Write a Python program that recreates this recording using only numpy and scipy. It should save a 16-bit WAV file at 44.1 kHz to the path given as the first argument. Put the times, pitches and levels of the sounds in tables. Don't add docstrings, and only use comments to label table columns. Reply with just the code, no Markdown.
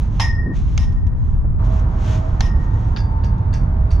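import sys
import numpy as np
from scipy import signal
from scipy.fft import rfft, irfft
from scipy.io import wavfile
from scipy.ndimage import uniform_filter1d

SR = 44100
rng = np.random.default_rng(int(sys.argv[2]) if len(sys.argv) > 2 else 0)


def bounce(signal):
    frames = np.transpose(np.atleast_2d(signal))
    limited = np.clip(frames, -1, 1)
    pcm = np.round(limited * 32767).astype(np.int16)
    wavfile.write(sys.argv[1], SR, pcm)


N = 176400


def undb(db):
    return 10 ** (np.asarray(db) / 20)


def pan(db):
    return undb(np.array([[db], [-db]]) / 2)


def since(start):
    return np.maximum(np.arange(N) / SR - start, 0)


def colour(points):
    hz, db = np.array(points, float).T
    bins_hz = np.maximum(np.arange(N // 2 + 1) * SR / N, 1)
    return undb(np.interp(np.log(bins_hz), np.log(hz), db))


def noise(points, likeness, lag_ms=0):
    width = np.sqrt([[1 + likeness], [1 - likeness]])
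    mid, side = rfft(rng.standard_normal((2, N))) * colour(points) * width
    delay = np.exp(-2j * np.pi * np.arange(N // 2 + 1) * SR / N * lag_ms / 1000)
    stereo = irfft(np.array([mid + side, (mid - side) * delay]), N)
    return stereo / stereo.std()


def drift(size):
    wobble = uniform_filter1d(rng.standard_normal(N), size=size)
    return wobble / wobble.std()


def waver(hz, width_hz, size=1200):
    return 2 * np.pi * np.cumsum(hz + width_hz * drift(size)) / SR


def fade(t, t60):
    return np.exp(-np.log(1000) * t / t60)


def burst(start, t60, attack=0.00038):
    t = since(start)
    return (1 - np.exp(-t / attack)) * fade(t, t60)


def swell(peak, db, rise, fall):
    t = np.arange(N) / SR - peak
    return undb(db) * np.exp(-(t / np.where(t < 0, rise, fall)) ** 2)


CUTS_S = [.545, 1.59]
def scene_of(t):
    return np.searchsorted(CUTS_S, t)


def during(k, crossfade_s=.006):
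    inside = scene_of(np.arange(N) / SR) == k
    return uniform_filter1d(1. * inside, size=int(crossfade_s * SR))


# (frequency [Hz], level [dB])
WIND_EQ = [(6, -32.5), (18, -3.5), (30, 0.5), (60, 2.5), (88, -1.5), (108, -3.5), (135, -9.5), (200, -17),
           (300, -28.5), (450, -41), (900, -52), (2000, -80), (8000, -115)]
# (level [dB], pan L-R [dB], likeness of the ears [0-1])
WIND_SCENES = [(-16.5, -2, 0.91), (-15, 0.9, 0.52), (-15, -2.5, 0.99)]
def wind():
    return sum(noise(WIND_EQ, likeness) * undb(db) * pan(pan_db) * during(k)
               for k, (db, pan_db, likeness) in enumerate(WIND_SCENES))


# (frequency [Hz], level [dB])
ROAD_EQ = [(20, -16), (100, -10.5), (300, 3), (550, -3), (950, 3), (1300, -4.5), (2000, -14.5), (2800, -26),
           (4500, -32), (6500, -37.5), (8500, -50), (15000, -63)]
# (level [dB], pan L-R [dB], right ear lag [ms])
ROAD_SCENES = [(-43.5, -2.5, 0.09), (-46, -1, .1), (-38, -0.5, .28)]
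# (peak time [s], added share [dB], rise [s], fall [s])
ROAD_SWELL = (2.09, -10.5, 1, .5)
# (frequency [Hz], pan L-R [dB])
ROAD_SHADING = [(150, -8), (480, -9.5), (820, -2.5), (1380, 6), (2300, 2.5), (4000, -2.5)]
def road():
    hum = sum(noise(ROAD_EQ, likeness=0.3, lag_ms=lag_ms) * undb(db) * pan(pan_db) * during(k)
              for k, (db, pan_db, lag_ms) in enumerate(ROAD_SCENES))
    hum = hum * (1 + swell(*ROAD_SWELL) * during(2))
    shading = colour(ROAD_SHADING) ** np.array([[.5], [-.5]])
    return irfft(rfft(hum) * shading, N)


# (peak time [s], level [dB], rise [s], fall [s])
SWISHES = [(.02, -50, 0.04, 0.067), (0.172, -50.5, 0.071, 0.12), (0.564, -45.5, 0.023, 0.065),
           (.71, -51.5, 0.11, 0.23), (1.28, -60.5, 0.13, 0.11), (1.655, -48.5, 0.018, 0.024),
           (1.76, -48, 0.094, 0.06), (2.0, -55, 0.12, 0.063), (2.121, -38, 0.098, 0.07),
           (2.25, -53, 0.075, 0.21), (2.63, -54, 0.049, 0.059), (2.83, -54, 0.15, 0.16)]
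# (time [s], level [dB])
TICKS = [(0.923, -53), (1.067, -47.5), (1.793, -47), (2.046, -47), (2.135, -53), (2.74, -56), (3.381, -51)]
# (frequency [Hz], level [dB])
SWISH_EQ = [(400, 4), (1000, 5), (2200, 1), (3500, 0), (4800, -8), (6300, -2), (7600, -12.5), (8600, -23.5),
            (14000, -30)]
def swishes_and_ticks(grain_db=1.0):
    grain = undb(grain_db * drift(150))
    swishes = np.sqrt(sum(swell(*row) ** 2 for row in SWISHES)) * grain
    ticks = sum(undb(db) * burst(start, t60=0.055) for start, db in TICKS)
    return noise(SWISH_EQ, likeness=.75) * (swishes + ticks)


def snap(start, points):
    cepstrum = irfft(np.log(colour(points)), N)
    causal = 2 * cepstrum * (np.arange(N) < N // 2)
    pulse = irfft(np.exp(rfft(causal)), N)
    return np.roll(pulse / np.abs(pulse).max(), int(start * SR))


def mode(t, hz, t60, rise_s=.0004):
    shift = rng.standard_normal() * np.array([[.5], [-.5]])
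    return (1 - np.exp(-t / rise_s)) * fade(t, t60) * np.sin(2 * np.pi * hz * t + shift)


def cluster(t, modes, db, t60, scatter_db=1.5):
    scatter = scatter_db * rng.standard_normal(len(modes))
    return sum((-1) ** k * undb(db + part_db + scatter[k]) * mode(t, hz, t60)
               for k, (hz, part_db) in enumerate(modes))


# (frequency [Hz], relative level [dB])
GOAL_CLUSTER = [(1816, -10), (1836, -3), (1841, -7), (1848, -8), (1860, 0), (1873, -2), (1880, -7),
                (1887, -10)]
# (frequency [Hz], relative level [dB], t60 [s], pan L-R [dB])
GOAL_MODES = [(905, -29.5, 0.2, -8.5), (910, -31.5, 0.45, 9), (1927, -41.5, 0.55, 3.5),
              (2010, -40.5, 0.45, 12.5), (2120, -39, 0.38, 12.5), (3270, -41.5, 0.27, -3.5),
              (3630, -39.5, .22, -4), (5507, -45.5, 0.35, 1.5), (10000, -52, 0.15, 16)]
def goal_ring(t, bloom_s=0.0057):
    partials = sum(undb(db) * pan(pan_db) * mode(t, hz, t60) for hz, db, t60, pan_db in GOAL_MODES)
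    wall_note = pan(3) * cluster(t, GOAL_CLUSTER, db=-30.5, t60=1.45)
    return partials + wall_note * (1 - np.exp(-t / bloom_s))


# (frequency [Hz], level [dB])
CRACK_EQ = [(100, -24), (400, -14), (900, 8), (1450, -7.5), (2150, 9), (2650, -0.5), (3800, -4),
            (6300, 3.5), (7300, -8), (8200, -19.5), (15000, -37.5)]
THOCK_EQ = [(200, -20), (600, -6), (900, 8.5), (1450, -3), (2050, 3.5), (2500, -10), (3000, 2), (4200, -1),
            (8000, -54)]
CLATTER_EQ = [(400, -13), (920, 12.5), (1450, -5.5), (2100, 1), (3700, -0.5), (4500, -10.5), (5300, 4),
              (6500, -5.5), (8200, -25.5), (10100, -15), (11200, -27), (15500, -37.5)]
# (frequency [Hz], relative level [dB])
UPPER_CLUSTER = [(5205, -1), (5227, 1), (5243, -2), (5272, 0), (5335, -5), (5450, -11)]
# (time [s], crack [dB], thock [dB], clatter [dB], clatter hold [s], clatter release t60 [s],
# ring gain [dB], upper note [dB], upper note t60 [s], pan L-R [dB])
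SHOTS = [(0.198, -24, -17, -21, 0.0058, 0.3, 1, -34, 0.36, 0.5),
         (0.7776, -18, -24, -39, 0.067, 0.19, -19.5, -53.5, 0.48, 1),
         (2.4072, -16, -17.5, -37.5, 0.061, 0.22, -12, -49.5, 0.42, 1)]
def goal_shots(snap_db=6, clatter_attack_s=0.0024, sag_db_per_s=36.5):
    crack_noise = noise(CRACK_EQ, likeness=0.33)
    clatter_noise = noise(CLATTER_EQ, likeness=.6)
    thock_noise = noise(THOCK_EQ, likeness=0.5)
    out = 0
    for (start, crack_db, thock_db, clatter_db, hold, release,
         ring_db, upper_db, upper_t60, pan_db) in SHOTS:
        t = since(start)
        crack = crack_noise * burst(start, t60=0.013) + undb(snap_db) * snap(start, CRACK_EQ)
        thock = thock_noise * burst(start, t60=0.028)
        envelope = (1 - np.exp(-t / clatter_attack_s)) * fade(since(start + hold), release)
        clatter = clatter_noise * envelope * undb(clatter_db - sag_db_per_s * t)
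        ring = undb(ring_db) * goal_ring(t)
        upper_note = pan(-10.5) * cluster(t, UPPER_CLUSTER, upper_db, upper_t60)
        hit = undb(crack_db) * crack + undb(thock_db) * thock + clatter + ring + upper_note
        out = out + hit * pan(pan_db) * during(scene_of(start))
    return out


# (frequency [Hz], level [dB])
PUFF_EQ = [(30, -30), (90, -23), (150, 3.5), (260, -1), (400, -14.5), (700, -33.5), (2000, -67),
           (8000, -90)]
def air_puff():
    return noise(PUFF_EQ, likeness=0.99) * swell(peak=.49, db=-22, rise=.065, fall=.05) * during(0)


# (frequency [Hz], level [dB])
BUFFET_EQ = [(300, 0.5), (700, -10), (1500, -27), (5000, -60)]
def wind_buffet():
    return noise(BUFFET_EQ, likeness=0.091) * swell(peak=1.45, db=-29.5, rise=0.0084, fall=0.0084)


def engine_drone():
    return undb(-26) * np.sin(waver(hz=106.5, width_hz=2.47)) * during(2)


# (peak time [s], level [dB], rise [s], fall [s], pitch [Hz], pan L-R [dB])
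WHINES = [(1.75, -37.5, 0.15, 0.14, 635, -10), (2.172, -37, 0.15, 0.2, 632, -14.5),
          (3.222, -35, 0.59, 0.42, 898, 1), (3.899, -40.5, 0.58, 0.26, 629.4, -8)]
def tyre_whines(flutter_db=2.5, right_lag_rad=2.25):
    out = 0
    for peak, db, rise, fall, hz, pan_db in WHINES:
        tone = np.sin(waver(hz, width_hz=11) - right_lag_rad * np.array([[0], [1]]))
        air = uniform_filter1d(drift(2400), size=1200)
        flutter = undb(flutter_db * air / air.std())
        out = out + swell(peak, db, rise, fall) * pan(pan_db) * flutter * tone
    return out


def roughness(depth_db):
    gain = undb(depth_db * drift(90))
    return gain / np.sqrt(np.mean(gain ** 2))


def pipe_wave(start, end_hz, sweep_hz, length):
    t = since(start)
    progress = t / length
    cycles = end_hz * t + sweep_hz * length / 2 * (1 - np.exp(-2 * progress))
    envelope = progress ** 2 * np.exp(3 * (1 - progress))
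    return envelope * np.sin(2 * np.pi * cycles + waver(0, width_hz=150, size=60))


def round_trips(start, count=3, trip_s=0.016, trip_db=-9, **wave):
    delays = trip_s * np.arange(count) * (1 + 0.066 * rng.standard_normal(count))
    return sum(undb(k * trip_db) * pipe_wave(start + delay, **wave) for k, delay in enumerate(delays))


# (frequency [Hz], level [dB])
KNOCK_EQ = [(200, -17.5), (700, 0.5), (1700, 6), (3300, 3), (4100, 2.5), (4700, 0.5), (5400, -5),
            (7500, -35.5), (12000, -59)]
TAIL_EQ = [(700, 0.5), (1800, 8), (2400, 7.5), (3400, -3), (4200, -3.5), (4650, 0.5), (5150, 2.5),
           (5900, 6.5), (7000, -13), (9300, -35.5), (12000, -41.5)]
SPARKLE_EQ = [(3000, -35), (6900, 0), (8100, 0.5), (8600, -8), (9400, 1), (10300, -18), (13500, -19.5),
              (14500, -24)]
# (frequency [Hz], relative level [dB], t60 [s])
PIPE_MODES = [(902, -41, 0.78), (1652, -37.5, 0.44), (1720, -43.5, 0.24), (2740, -40.5, 0.22),
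              (3470, -48, 0.31), (3565, -44.5, .25), (6115, -52, .25)]
# (frequency [Hz], relative level [dB])
PIPE_CLUSTER = [(4537, 0), (4585, -6), (4635, -3), (4675, -3), (4730, -3), (4778, -3)]
# (frequency [Hz], level against the sparkle [dB])
TOP_NOTES = [(6920, -4), (8500, -1), (13470, -13)]
# (time [s], knock [dB], ring gain [dB], main note [Hz], main note [dB], zing [dB], chirp [dB],
# tail [dB], sparkle [dB])
CLINKS = [(2.963, -25.5, -1, 4680, -42.5, -43, -50, -40.5, -79),
          (3.2362, -40.5, -10.5, 4499, -49, -59, -48.5, -47.5, -66.5),
          (3.5298, -42, -7.5, 4490, -50.5, -63, -42, -38, -56.5),
          (3.9054, -43, -11, 4500, -45, -63, -48, -42, -61)]
def far_pipe(contact_db=1.5, ping_db=-5.5, knock_lag_s=0.0061):
    knock_noise = noise(KNOCK_EQ, likeness=.85)
    tail_noise = noise(TAIL_EQ, likeness=0.69)
    sparkle_noise = noise(SPARKLE_EQ, likeness=.6)
    rattle = roughness(depth_db=3)
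    out = 0
    for start, knock_db, ring_db, note_hz, note_db, zing_db, chirp_db, tail_db, sparkle_db in CLINKS:
        t = since(start)
        tick = knock_noise * burst(start, t60=0.0094, attack=0.00018)
        ping = undb(ping_db) * mode(t, hz=4560, t60=0.035)
        knock = knock_noise * burst(start + knock_lag_s, t60=0.038)
        out = out + undb(knock_db) * (undb(contact_db) * (tick + ping) + knock)

        chirp = round_trips(start + .008, end_hz=5300, sweep_hz=3200, length=.007)
        zing = round_trips(start + .012, end_hz=4640, sweep_hz=900, length=.028)
        out = out + undb(chirp_db) * chirp + undb(zing_db) * zing * roughness(depth_db=4)

        ring = sum(undb(db) * mode(t, hz, t60) for hz, db, t60 in PIPE_MODES)
        ring = ring + cluster(t, PIPE_CLUSTER, db=-43.5, t60=0.27)
        out = out + undb(ring_db) * ring + undb(note_db) * mode(t, note_hz, t60=0.36)

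        tail_envelope = burst(start + knock_lag_s, t60=0.22, attack=0.0023)
        top_notes = sum(undb(db) * mode(t, hz, t60=.26) for hz, db in TOP_NOTES)
        sparkle = sparkle_noise * tail_envelope + top_notes
        out = out + rattle * (undb(tail_db) * tail_noise * tail_envelope + undb(sparkle_db) * sparkle)
    return out


def scene():
    return (wind() + road() + swishes_and_ticks() + goal_shots() + air_puff() + wind_buffet()
            + engine_drone() + tyre_whines() + far_pipe())


def record(dry, top_hz=15700):
    return signal.sosfilt(signal.ellip(8, .2, 70, top_hz, fs=SR, output="sos"), dry)


dry = scene()
out = record(dry)
bounce(out)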